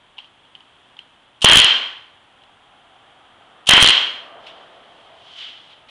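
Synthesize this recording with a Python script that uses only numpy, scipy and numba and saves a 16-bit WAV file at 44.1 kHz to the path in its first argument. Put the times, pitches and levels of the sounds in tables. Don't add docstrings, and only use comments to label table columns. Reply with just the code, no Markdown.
import sys
import numpy as np
from scipy import signal
from scipy.fft import rfft, irfft, next_fast_len
from scipy.io import wavfile
from scipy.ndimage import uniform_filter1d
from numba import njit

SR = 44100
rng = np.random.default_rng(int(sys.argv[2]) if len(sys.argv) > 2 else 0)


def store_wav(level_fs):
    pcm = np.round(np.clip(np.atleast_2d(level_fs), -1, 1) * 32767)
    wavfile.write(sys.argv[1], SR, pcm.T.astype(np.int16))


def ratio(d):
    e = np.asarray(d, float) / 20
    return 10 ** e


N = 260172
T = np.arange(N) / SR


def curve(rows):
    s, *columns = np.transpose(rows)
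    return [np.interp(T, s, c) for c in columns]


def white():
    return rng.standard_normal(N)


def noise(points):
    hz, db = np.transpose(points)
    f = np.arange(N // 2 + 1) * SR / N + 1
    gain = ratio(np.interp(np.log(f), np.log(hz), db))
    x = irfft(rfft(white()) * gain, N)
    return x / x.std()


@njit
def band(x, hz, width_hz):
    y, b, l = np.empty(len(x)), 0., 0.
    for i in range(len(x)):
        g, k = np.tan(np.pi * hz[i] / SR), width_hz / hz[i]
        v = (b + g * (x[i] - l)) / (1 + g * (g + k))
        b, l, y[i] = 2 * v - b, l + 2 * g * v, k * v
    return y


def resonance(x, hz, width_hz):
    return band(x, np.full(N, 1. * hz), 1. * width_hz)


def cut(x, hz, kind, order=4):
    return signal.sosfilt(signal.butter(order, hz, kind, fs=SR, output="sos"), x)


def split(x, hz):
    return signal.sosfiltfilt(signal.butter(3, hz, "high", fs=SR, output="sos"), x)


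def walk(rate_hz):
    k = int(SR / rate_hz)
    steps = np.repeat(rng.standard_normal(N // k + 1), k)
    x = uniform_filter1d(uniform_filter1d(steps, k), k)[:N]
    return x / x.std()


def burst(start_s, rise_s, t60_s, t=T):
    age = np.maximum(t - start_s, 0)
    return (1 - np.exp(-age / rise_s)) * np.exp(-np.log(1000) * age / t60_s)


def sine(hz, start_s, t=T):
    return np.sin(2 * np.pi * hz * (t - start_s))


# hz, level_db [dB per Hz]
HALL_COLOUR = [(18, -44), (30, -7), (64, -11), (102, -3.5), (190, -8), (260, -5.5), (450, -8.5),
               (750, -2.5), (1150, -3.5), (2380, -10), (3250, -1.5), (4100, -19), (5200, -27),
               (10800, -28.5)]
# time_s, level_db
HALL_LEVEL = [(0.0, -55), (5.9, -52)]


def hall():
    return ratio(curve(HALL_LEVEL)[0] + 0.58 * walk(1.7)) * noise(HALL_COLOUR)


# centre_hz, width_hz, gain_db
PORT_MODES = [(3165, 140, 10), (2964, 370, -1.5), (4082, 85, 5.5)]


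def port(x):
    return x + sum(ratio(db) * resonance(x, hz, width_hz) for hz, width_hz, db in PORT_MODES)


# hz, level_db [dB per Hz]
ROOM_COLOUR = [(35, -72.5), (60, -36.5), (189, -42), (239, -24.5), (338, -24), (736, -19), (1130, -12),
               (1290, -15.5), (1410, -12), (2310, -11.5), (3130, -5.5), (4930, -23), (10500, -49),
               (13600, -83.5), (22000, -120)]


def room_air():
    return port(noise(ROOM_COLOUR))


# start_s, peak_db, ring_hz, knock_db
TOUCHES = [(0.172, -36.5, 3060, -4), (.181, -29, 3170, -28), (0.1831, -23.5, 3000, -11.5),
           (.187, -19, 2840, -14), (.193, -39, 2830, -9), (0.198, -41, 2950, -8), (0.2304, -41, 2850, -9),
           (.224, -40, 2900, -10), (0.2446, -31, 2900, -15), (.4524, -43, 3300, -13),
           (0.5519, -26, 3070, -23), (0.558, -34, 3020, -15), (0.606, -33, 2990, -14),
           (.9680, -31.5, 3280, -17), (0.9897, -31, 3220, -25), (0.991, -21, 3010, -23),
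           (2.42, -43.5, 3200, -17), (2.4362, -35.5, 2963, -21), (4.44, -37, 3233, -16),
           (4.4662, -44.5, 3140, -19), (4.7202, -50, 3165, -5.5), (5.885, -43.5, 3194, -12.5)]
# hz, level_db [dB per Hz]
CRACK_COLOUR = [(800, -42), (1800, -11), (3100, 7.5), (4500, -10.5), (7000, -26), (10500, -30),
                (13000, -55)]
# start_s, level_db, t60_s
SLIDES = [
    (2.4362, -43, 0.018),
    (4.4646, -35, 0.19),
    (5.886, -40.5, .12),
]
TAP_T60_S = 0.012
CRACK_DB, CRACK_GROWTH = -47.5, 0.78


def taps():
    out, rasp, room = np.zeros(N), noise(CRACK_COLOUR), room_air()
    for s, peak_db, ring_hz, knock_db in TOUCHES:
        near = slice(int(s * SR), int((s + .5) * SR))
        t = T[near]
        ring = burst(s, 0.0004, TAP_T60_S, t) * sine(ring_hz, s, t)
        knock = ratio(knock_db) * burst(s, 0.0012, 0.022, t) * sine(920, s, t)
        crack_db = CRACK_DB + CRACK_GROWTH * (peak_db + 40.5)
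        crack = ratio(crack_db) * burst(s, 0.00055, 0.012, t) * rasp[near]
        trace = ratio(-35.0) * burst(s, 0.0013, 0.22, t) * room[near]
        out[near] += ratio(peak_db + 1.5) * (ring + knock + trace) + crack
    scuff = sum(ratio(db) * burst(s, 0.0017, t60_s) for s, db, t60_s in SLIDES)
    return out + rasp * scuff


# valve_s, blow_s, piston_return_s
SHOT_TIMES = [
    (1.417, 1.4444, 1.559),
    (3.668, 3.6915, 3.82),
]
# push_db, echo_gap_db, exhaust_db, slat_hz, slat_db
SHOT_FORCES = [
    (-3.5, -11.5, -20.5, 1700, -21),
    (-17, -7.5, -18.5, 2080, -12),
]
# hz, level_db [dB per Hz]
AIR_COLOUR = [(120, -63), (200, -21), (541, -29.5), (1050, -15.5), (2070, -24.5), (3030, 3.5), (4220, -13),
              (4740, -15), (5150, -18), (10500, -23), (13600, -56.5), (22000, -120)]
TRIGGER_LEAD_S, ECHO_LAG_S, EXHAUST_LEAD_S = .008, 0.012, 0.022
VALVE_DB = -17


def nailer():
    air, puff, wood = noise(AIR_COLOUR), cut(white(), 3800, "high", order=2), white()
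    out = 0
    for (valve, blow, back), force in zip(SHOT_TIMES, SHOT_FORCES):
        push_db, _, exhaust_db, slat_hz, slat_db = force
        trigger, echo, exhaust = valve - TRIGGER_LEAD_S, blow + ECHO_LAG_S, back - EXHAUST_LEAD_S
        tick = ratio(-34.0) * burst(trigger, 0.00046, .015)
        hiss = ratio(VALVE_DB + 10.5) * burst(valve, 0.0082, 0.075) * (T < blow + .004)
        vent = ratio(exhaust_db) * burst(exhaust, .006, 2.)
        vent = vent * np.exp(-np.maximum(T - back, 0) / 0.012)
        slat = ratio(slat_db + 15.5) * burst(echo, 0.00067, 0.7) * resonance(wood, slat_hz, 300)
        push = -ratio(push_db + 14.5) * burst(blow, 0.00052, 0.0043) * sine(760, blow)
        crash = ratio(push_db + 1) * burst(blow + 0.00091, 0.00038, 0.68)
        crash = crash * np.exp(-np.maximum(T - blow - .005, 0) / 0.0014)
        bench_thud = ratio(push_db - 29.5) * burst(blow, 0.006, .06) * sine(320, blow)
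        out = out + (tick + hiss + crash) * air + vent * puff + slat + push + bench_thud
    return out


EXHAUST_FILL_S = 0.033


def stored(blow, exhaust, blow_db, exhaust_db, t60_s):
    from_blow = ratio(blow_db) * burst(blow, .0001, t60_s)
    from_exhaust = ratio(exhaust_db) * burst(exhaust, EXHAUST_FILL_S, t60_s)
    return np.hypot(from_blow, from_exhaust)


CEILING_DB, KNEE = -8.5, 1.5


def roar():
    air = room_air()
    air = air / air.std()
    bass, treble = air - split(air, 2200), split(air, 5400)
    out = 0
    for (_, blow, back), force in zip(SHOT_TIMES, SHOT_FORCES):
        exhaust, gap = back - EXHAUST_LEAD_S, ratio(force[1])
        mid = stored(blow, exhaust, blow_db=15.7, exhaust_db=14.24, t60_s=.56)
        low = stored(blow, exhaust, blow_db=20.1, exhaust_db=2.4, t60_s=0.71)
        high = stored(blow, exhaust, blow_db=12, exhaust_db=17, t60_s=0.53)
        gain = ratio(CEILING_DB) / (1 + mid ** (2 * KNEE)) ** (.5 / KNEE)
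        gate = gap * burst(blow, .001, 22) + (1 - gap) * burst(blow + ECHO_LAG_S, .0012, 99)
        out = out + gate * gain * (mid * air + (low - mid) * bass + (high - mid) * treble)
    return out


# time_s, height_db, length_ms
LONG_OVERLOADS = [
    (1.4466, 3.3, 2.9),
    (1.5729, 4, 1.6),
    (3.6927, 3, 3.2),
    (3.8272, 5, 1.5),
]
# time_s, height_db
SHORT_SWELLS = [(1.4584, 1.1), (1.4881, 2.5), (1.4987, 2.5), (1.5159, 2.5), (1.5225, 4.5), (1.5341, 4.5),
                (1.5582, 7.5), (1.5848, 2.5), (1.592, 3), (1.6004, 3), (1.602, 2), (1.6189, 2.2),
                (1.6457, 2.5), (3.7108, 3.5), (3.7365, 4), (3.7688, 1.54), (3.7786, 1), (3.8353, 2.5),
                (3.8453, 3), (3.8632, 2.5), (3.8755, 2.5), (3.8878, 1), (3.8954, 2.5), (3.9059, 2)]
SWELL_MS = .6


def swell(x):
    z = signal.hilbert(x, next_fast_len(N))[:N]
    size = np.abs(z) + 1e-9
    want = size / (1 + (size / .97) ** 6) ** (1 / 6)
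    for s, db, ms in LONG_OVERLOADS + [(s, db, SWELL_MS) for s, db in SHORT_SWELLS]:
        near = slice(int((s - .008) * SR), int((s + .008) * SR))
        share = np.exp(-np.abs((T[near] - s) * 1000 / ms) ** 3)
        want[near] += share * (ratio(db) - want[near])
    return z.real * want / size


CAR_NEAREST_S, CAR_DB, CAR_WIDTH_S, CAR_HEARD_S = 4.385, -43.5, .36, 1.9
HUM_HZ, HUM_SAG_HZ_PER_S, HUM_END_HZ = 847, 73, 678.6


def car():
    db = CAR_DB - 10 * np.log10(1 + ((T - CAR_NEAREST_S) / CAR_WIDTH_S) ** 2)
    hz = np.maximum(HUM_HZ - HUM_SAG_HZ_PER_S * (T - CAR_HEARD_S), HUM_END_HZ)
    low_hum = ratio(2 * walk(3.8)) * band(white(), hz, 86.0)
    high_hum = ratio(-7.5 + 2 * walk(2.3)) * band(white(), 1.7 * hz, 180.0)
    tyres = ratio(-6.5) * band(band(white(), 1.1 * hz, 950.0), 0.74 * hz, 2000.0)
    fade_in = np.clip((T - CAR_HEARD_S) / .5, 0, 1)
    return fade_in * ratio(db + 16) * cut(low_hum + high_hum + tyres, 2600, "low")


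# loudest_s, level_db, rise_db_per_s, fall_db_per_s
PULLS = [
    (4.47, -47, 248, 39),
    (5.05, -55.5, 30, 18),
    (5.29, -47.5, 140, 34),
    (5.426, -32.5, 184, 85),
    (5.72, -47.5, 170, 227),
]
# hz, level_db [dB per Hz]
RUB_COLOUR = [(530, -61), (900, -31.5), (1050, -26.5), (1200, -19), (1300, -14.5), (1760, -14.5),
              (2590, -10), (3090, 3), (4080, -11.5), (4430, -15.5), (10500, -46), (13600, -69),
              (22000, -120)]
CREST_S = 0.0197


def drag():
    slips = (rng.random(N) < 600 / SR) * ratio(1.8 * rng.exponential(size=N))
    grain = 8.0 + signal.lfilter([1], [1, -np.exp(-1 / (0.0086 * SR))], slips)
    power = 0
    for s, db, rise, fall in PULLS:
        distance_s = np.hypot(T - s, CREST_S) - CREST_S
        power = power + ratio(db - np.where(T < s, rise, fall) * distance_s) ** 2
    pull = power ** .5
    rub = noise(RUB_COLOUR)
    bright = np.clip(uniform_filter1d(pull, size=3000, origin=-1400) / pull, .3, 1.6)
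    rub = rub + (bright - 1) * split(rub, 4800)
    return pull * rub * grain / np.sqrt(np.mean(grain ** 2))


def scene():
    shots = swell(roar() + nailer())
    return (hall() + taps() + shots + car() + drag())[None]


def band_limit(x):
    return signal.sosfilt(signal.butter(12, 16000, fs=SR, output="sos"), x)


TOP_HZ = 11650
LEAK_DB = -11


def record(dry):
    past = np.maximum(np.abs(dry) - .8, 0)
    flat = dry - np.sign(dry) * (past - .4 * past ** 2 - .1 * np.tanh(past / .1))
    flip = 1.3 * np.clip((-dry - 1.05) / 0.38, 0, 1)
    flip = 2 * flip * (np.arange(N) % 2)
    limit = signal.cheby2(10, 40, TOP_HZ, fs=SR, output="sos")
    dull = signal.sosfiltfilt(limit, flat + flip)
    run = np.clip(uniform_filter1d(flip, size=130) / .15, 0, 1) ** 2
    leak = ratio(LEAK_DB) * run * cut(flip, (TOP_HZ, 15000), "band")
    return band_limit(np.clip(ratio(-0.4) * dull + leak, -1, 1))


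dry = scene()
out = record(dry)
store_wav(out)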